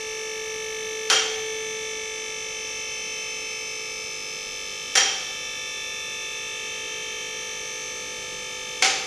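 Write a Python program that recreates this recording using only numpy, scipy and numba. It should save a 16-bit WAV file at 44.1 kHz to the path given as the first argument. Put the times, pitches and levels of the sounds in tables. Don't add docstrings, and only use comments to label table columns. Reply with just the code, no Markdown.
import sys
import numpy as np
from scipy import signal
from scipy.fft import rfft, irfft, next_fast_len
from scipy.io import wavfile
from numba import njit

SR = 44100
rng = np.random.default_rng(int(sys.argv[2]) if len(sys.argv) > 2 else 0)


def generate_wav(sig):
    pcm = np.round(np.clip(np.atleast_2d(sig).T, -1, 1) * 32767).astype(np.int16)
    wavfile.write(sys.argv[1], SR, pcm)


N = 399546

TEETH, HARMONICS = 9, 30
# (time [s], shaft speed [turns/s])
SHAFT_SPEED = [(0, 48.745), (1.7, 48.85), (3.5, 48.91), (4.6, 48.927), (6.3, 48.975), (9.06, 49.005)]
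# (harmonic number, level [dB], lower sideband [dB], upper sideband [dB])
PUMP_TONES = [(1, -44.5, -67.5, -74), (2, -51, -64, -80), (3, -56, -64, -71), (4, -48.5, -62.5, -59),
              (5, -53, -50.5, -47.5), (6, -44.5, -45.5, -49), (7, -47.5, -56, -53),
              (8, -47.5, -50.5, -50.5), (9, -63, -57.5, -57.5), (10, -56, -64.5, -66), (11, -61, -63, -62),
              (12, -51, -53, -54.5), (13, -68, -47, -55), (14, -42.5, -47.5, -46.5), (15, -55, -59, -62.5)]
THROBBING = [5, 6, 7]
# (multiple of shaft rate, start level [dB], end level [dB])
TANK_TONES = [(8, -67, -52), (10, -72, -58), (11, -54.5, -56.5), (24, -54.5, -57), (25, -60, -50),
              (34, -60, -57), (47, -44, -45.5), (50, -55, -51), (60, -57, -63), (103.3, -57, -62),
              (126.56, -40, -52.5)]
# (time [s], relative level [dB])
DEEP_WHINE_LEVEL = [(0.0, -37), (1.51, -33.5), (2.9, -45.5), (3.83, -45), (5.38, -55), (6.99, -45),
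                    (8.7, -52), (8.75, -48.5)]
# (harmonic number, swing [dB], period [s], time of a crest [s], trend [dB/s])
SWELLS = [(2, 2.2, 9.8, 0.1, 0.06), (4, 3.6, 6.35, 0.8, -0.05), (5, 1.7, 5.0, 2.65, -0.7),
          (6, 1.6, 3.5, 3.06, 0), (7, 1.4, 1.95, 1.15, 0.4), (8, 2.4, 4.75, 1.2, 0.65),
          (12, 2.8, 6.05, 4.1, 0), (13, 1.7, 2.4, 0.62, -0.45), (14, 1.2, 1.7, 0.9, -0.2)]
# (frequency [Hz], level [dB])
HUM_TONES = [(100, -72), (150, -69.5), (200, -67), (300, -66), (400, -66), (500, -50.5), (600, -74),
             (1200, -66)]
# (time [s], level change [dB])
HUM_LEVEL = [(0, -3.5), (3, -1), (6.3, -1), (7.7, 3.5), (9.06, 5)]
# (frequency [Hz], level [dB])
RUSH_SPECTRUM = [(250, -8.5), (450, 4), (700, -3), (1020, -4.5), (1220, 0.5), (1700, 2), (1940, -1),
                 (2350, 5), (2850, -3.5), (3550, 1), (4500, -5), (5400, -17), (6200, -25), (7700, -6.5),
                 (13000, -32)]
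# (lower edge [Hz], upper edge [Hz], level [dB])
VALVE_BAND = (5250, 6750, -49.7)
# (frequency [Hz], level change [dB])
POWER_UNIT_DIP = [(1330, 0), (1400, -6), (1445, -33), (1490, -33), (1540, -6.5), (1620, 0)]
# (frequency [Hz], level [dB])
RUMBLE_SPECTRUM = [(15, -11), (26, 1.5), (32, 6.5), (38, -8), (50, 1.5), (75, -1), (190, -0.5), (300, -1),
                   (600, -3), (1300, -44)]
# (frequency [Hz], level [dB])
HISS_SPECTRUM = [(300, -1), (600, 4.5), (1400, -11), (2400, 0), (4500, -4), (6000, 1), (8000, 4),
                 (10500, -3.5), (13000, -26)]
# (time [s], level [dB], clack pitch [Hz], clack level [dB],
# pawl ring level [dB], ring brightness [dB/octave], bounce delay [s], bounce level [dB])
DROPS = [(1.1002, -13.5, 1450, 7.5, -2, -2.5, 0.024, -4.5), (4.9537, -14, 1860, 7.5, -1.5, 4, .019, -1.5),
         (8.8232, -13, 2240, 8, -15, 3, 0.024, -3)]
# (frequency [Hz], level [dB])
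CRACK_SPECTRUM = [(60, -35), (180, -33), (400, -11), (600, -6), (1000, -6.5), (1500, 1.5), (2600, 4),
                  (4000, 2), (4900, 4), (6300, 5), (7300, 3), (8000, -10), (10400, -9.5), (13000, -62)]
# (frequency [Hz], width [Hz], level [dB])
PAWL_MODES = [(2820, 55, -4.5), (3162, 52, 1), (3207, 40, 0), (5560, 27, -12), (5670, 76, 1.5),
              (5920, 50, -21), (6860, 33, -18)]
# (frequency [Hz], width [Hz], level [dB])
FRAME_MODES = [(349, 14, -23.5), (421, 27, -8), (511, 50, -5), (769, 23.5, 2), (1270, 51, -6),
               (2323, 54, -5), (2560, 63, -13), (4440, 42, -5.5), (8750, 90, -12)]
# (frequency [Hz], time to fade by 60 dB [s])
ECHO_TIMES = [(150, 0.74), (800, 0.86), (3000, 0.77), (6000, 0.69), (8000, .52), (12000, 0.29)]
# (frequency [Hz], left minus right [dB])
STEREO_BALANCE = [(7000, 0), (9000, 4), (11000, 10), (13000, 3)]
# (frequency [Hz], phase lead [radians])
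STEREO_LEAD = [(300, 0.0061), (2200, 0.0078), (5500, 0.039), (7400, 0.2), (8350, 1.43), (9000, 0.99),
               (10000, 0.85), (10700, 8.5), (11500, 4.55)]
# (frequency [Hz], level [dB])
STEREO_SPREAD = [(400, -41), (700, -30), (2200, -28), (5000, -23), (6500, -23), (8000, -13), (12000, -11)]


def undb(db):
    return 10 ** (np.asarray(db) / 20)


def unit(x):
    return x / np.sqrt(np.mean(x ** 2))


def at_time(points, t):
    return np.interp(t, *np.transpose(points))


def at_hz(points, hz):
    f, value = np.transpose(points)
    return np.interp(np.log(np.maximum(hz, 1)), np.log(f), value)


def colour(x, spectrum):
    size = next_fast_len(len(x) + 4096)
    gain = undb(at_hz(spectrum, np.fft.rfftfreq(size, 1 / SR)))
    return irfft(rfft(x, size) * gain, size)[:len(x)]


def wander(t, rate, count):
    knots = np.arange(-2, t[-1] * rate + 2)
    weights = np.exp(-(t * rate - knots[:, None]) ** 2)
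    weights /= np.sqrt(np.sum(weights ** 2, axis=0))
    return rng.standard_normal((len(knots), count)).T @ weights


@njit
def shaft_tones(rotation, gains, hop):
    out = np.zeros(len(rotation))
    for frame in range(len(gains) - 1):
        spin = rotation[frame * hop:(frame + 1) * hop]
        tone = spin.copy()
        for k in range(gains.shape[1]):
            gain = gains[frame, k]
            slope = (gains[frame + 1, k] - gain) / hop
            for i in range(len(spin)):
                out[frame * hop + i] += ((gain + slope * i) * tone[i]).real
                tone[i] *= spin[i]
    return out


def pump_levels(overtone_db=-60.3, overtone_fall_db=0.9, sideband_db=-63.5, sideband_fall_db=1.1):
    steps = np.arange(HARMONICS - len(PUMP_TONES))
    overtones = overtone_db - overtone_fall_db * steps
    sidebands = sideband_db - sideband_fall_db * steps
    return np.vstack([np.array(PUMP_TONES)[:, 1:], np.transpose([overtones, sidebands, sidebands])])


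def standing_waves(t):
    swell = np.zeros((HARMONICS, len(t)))
    whine_db = at_time(DEEP_WHINE_LEVEL, t)
    swell[0] = whine_db - whine_db.mean()
    for number, swing_db, period_s, crest_s, trend in SWELLS:
        wave = np.cos(2 * np.pi * (t - crest_s) / period_s)
        swell[round(number) - 1] = swing_db * wave + trend * (t - t.mean())
    return swell


def shaft_angle(t):
    return 2 * np.pi * np.cumsum(at_time(SHAFT_SPEED, t)) / SR


def gear_pump(t, falloff_db=4.5, drift_db=2.8, drift_radians=0.59, drift_rate=1.794,
              flutter=0.098, throb_radians=2.13, hop=256):
    frame_times = np.arange(N // hop + 2) * hop / SR
    count = TEETH * HARMONICS + TEETH // 2
    multiples = np.arange(1, count + 1)
    harmonic = np.maximum(np.round(multiples / TEETH).astype(int), 1)
    row = harmonic - 1
    offset = multiples - TEETH * harmonic
    centre_db, below_db, above_db = pump_levels()[row].T
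    sideband_db = np.where(offset < 0, below_db, above_db) - falloff_db * (abs(offset) - 1)
    db = np.where(offset == 0, centre_db, sideband_db)[:, None] + standing_waves(frame_times)[row]
    for multiple, start_db, end_db in TANK_TONES:
        db[round(multiple) - 1] = np.linspace(start_db, end_db, len(frame_times))
    drift = np.minimum(multiples / 70, 1)[:, None]
    db += drift_db * drift * wander(frame_times, drift_rate, count)
    scatter = np.where(np.isin(harmonic, THROBBING), throb_radians, np.pi)
    start_phase = rng.uniform(0, 2 * np.pi, HARMONICS)[row] + scatter * rng.uniform(-1.11, 1, count)
    start_phase += offset * rng.uniform(0, 2 * np.pi, HARMONICS)[row]
    phase = start_phase[:, None] + drift_radians * drift * wander(frame_times, drift_rate, count)
    wobble = wander(frame_times, 60, count) + 1j * wander(frame_times, 60, count)
    ripple = 1 + flutter * np.minimum(multiples / 75, 2)[:, None] * wobble
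    gains = np.sqrt(2) * undb(db) * ripple * np.exp(1j * phase)
    return shaft_tones(np.exp(1j * shaft_angle(t)), np.ascontiguousarray(gains.T), hop)


def motor_hum(t, mains_hz=50):
    hum = np.zeros(N)
    for hz, db in HUM_TONES:
        locked_hz = mains_hz * round(hz / mains_hz)
        hum += undb(db) * np.sin(2 * np.pi * (locked_hz * t + rng.random()))
    return np.sqrt(2) * hum * undb(at_time(HUM_LEVEL, t))


def oil_rush(t, level_db=-47, throb_db=-1.0):
    throb = undb(throb_db * np.cos(shaft_angle(t)))
    return undb(level_db) * unit(colour(rng.standard_normal(N) * throb, RUSH_SPECTRUM))


def valve_hiss(t, waver_db=-2.0):
    low_hz, high_hz, db = VALVE_BAND
    band = signal.butter(2, [low_hz, high_hz], "band", fs=SR, output="sos")
    jet = signal.sosfilt(band, rng.standard_normal(N))
    return unit(jet) * undb(db + waver_db * wander(t, rate=6, count=1)[0])


def room_rumble(t, level_db=-53, side_db=-14, swell_db=2.5, swell_at_s=8.2, swell_width_s=0.2):
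    middle = unit(colour(rng.standard_normal(N), RUMBLE_SPECTRUM))
    side = undb(side_db) * unit(colour(rng.standard_normal(N), RUMBLE_SPECTRUM))
    swell = swell_db * np.exp(-((t - swell_at_s) / swell_width_s) ** 2)
    return undb(level_db + swell) * np.array([middle + side, middle - side])


def wide_hiss(level_db=-59.0):
    sides = [unit(colour(rng.standard_normal(N), HISS_SPECTRUM)) for _ in range(2)]
    return undb(level_db) * np.array(sides)


def garage_echo(t, early_db=-3.5, early_s=0.011):
    hz = np.fft.rfftfreq(len(t), 1 / SR)
    noise = rfft(rng.standard_normal(len(t)))
    centres, fade_times = np.transpose(ECHO_TIMES)
    tail = np.zeros(len(t))
    for one_band, fade_s in zip(np.eye(len(centres)), fade_times):
        band_gain = at_hz(list(zip(centres, one_band)), hz)
        tail += irfft(noise * band_gain, len(t)) * undb(-60 * t / fade_s)
    return tail * (1 + undb(early_db) * np.exp(-t / early_s) / 2)


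def ring(blow, modes):
    return sum(undb(db) * signal.lfilter(*signal.iirpeak(hz, hz / width, fs=SR), blow)
               for hz, width, db in modes)


def pawl_drops(crack_db=-5, snap_db=-2, snap_s=0.0013, clack_width_hz=300, clack_s=0.14,
               pawl_db=12, pawl_centre_hz=4200, frame_db=7):
    t = np.arange(SR) / SR
    out = np.zeros(N + 2 * SR)
    snap = 1 + undb(snap_db) * np.exp(-t / snap_s)
    for time_s, db, clack_hz, clack_db, ring_db, brightness, bounce_s, bounce_db in DROPS:
        pawl_modes = [(hz, width, mode_db + brightness * np.log2(hz / pawl_centre_hz))
                      for hz, width, mode_db in PAWL_MODES]
        for delay_s, blow_db in ((0, 0), (bounce_s, bounce_db)):
            crack = undb(crack_db) * colour(garage_echo(t) * snap, CRACK_SPECTRUM)
            clack = ring(garage_echo(t), [(clack_hz, clack_width_hz, clack_db)]) * np.exp(-t / clack_s)
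            pawl = undb(pawl_db + ring_db) * ring(garage_echo(t), pawl_modes)
            frame = undb(frame_db) * ring(garage_echo(t), FRAME_MODES)
            start = int((time_s + delay_s) * SR)
            out[start:start + SR] += undb(db + blow_db) * (crack + clack + pawl + frame)
    return out[:N]


def stereo_microphone(x, reflections_s=0.016):
    size = next_fast_len(N + 4096)
    hz = np.fft.rfftfreq(size, 1 / SR)
    tilt = undb(at_hz(STEREO_BALANCE, hz) / 2)
    direct = np.array([tilt, np.exp(-1j * at_hz(STEREO_LEAD, hz)) / tilt])
    reflections = rng.standard_normal(4096) * np.exp(-np.arange(4096) / SR / reflections_s)
    side = rfft(reflections / np.linalg.norm(reflections), size) * undb(at_hz(STEREO_SPREAD, hz))
    return irfft(rfft(x, size) * (direct + np.array([side, -side])), size)[:, :N]


def scene():
    t = np.arange(N) / SR
    power_unit = undb(-0.5) * gear_pump(t) + motor_hum(t) + oil_rush(t) + valve_hiss(t)
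    lift = colour(power_unit, POWER_UNIT_DIP) + pawl_drops()
    return stereo_microphone(lift) + room_rumble(t) + wide_hiss()


def record(dry):
    top_hz = 13400
    return signal.sosfilt(signal.ellip(8, .2, 80, top_hz, fs=SR, output="sos"), dry)


dry = scene()
out = record(dry)
generate_wav(out)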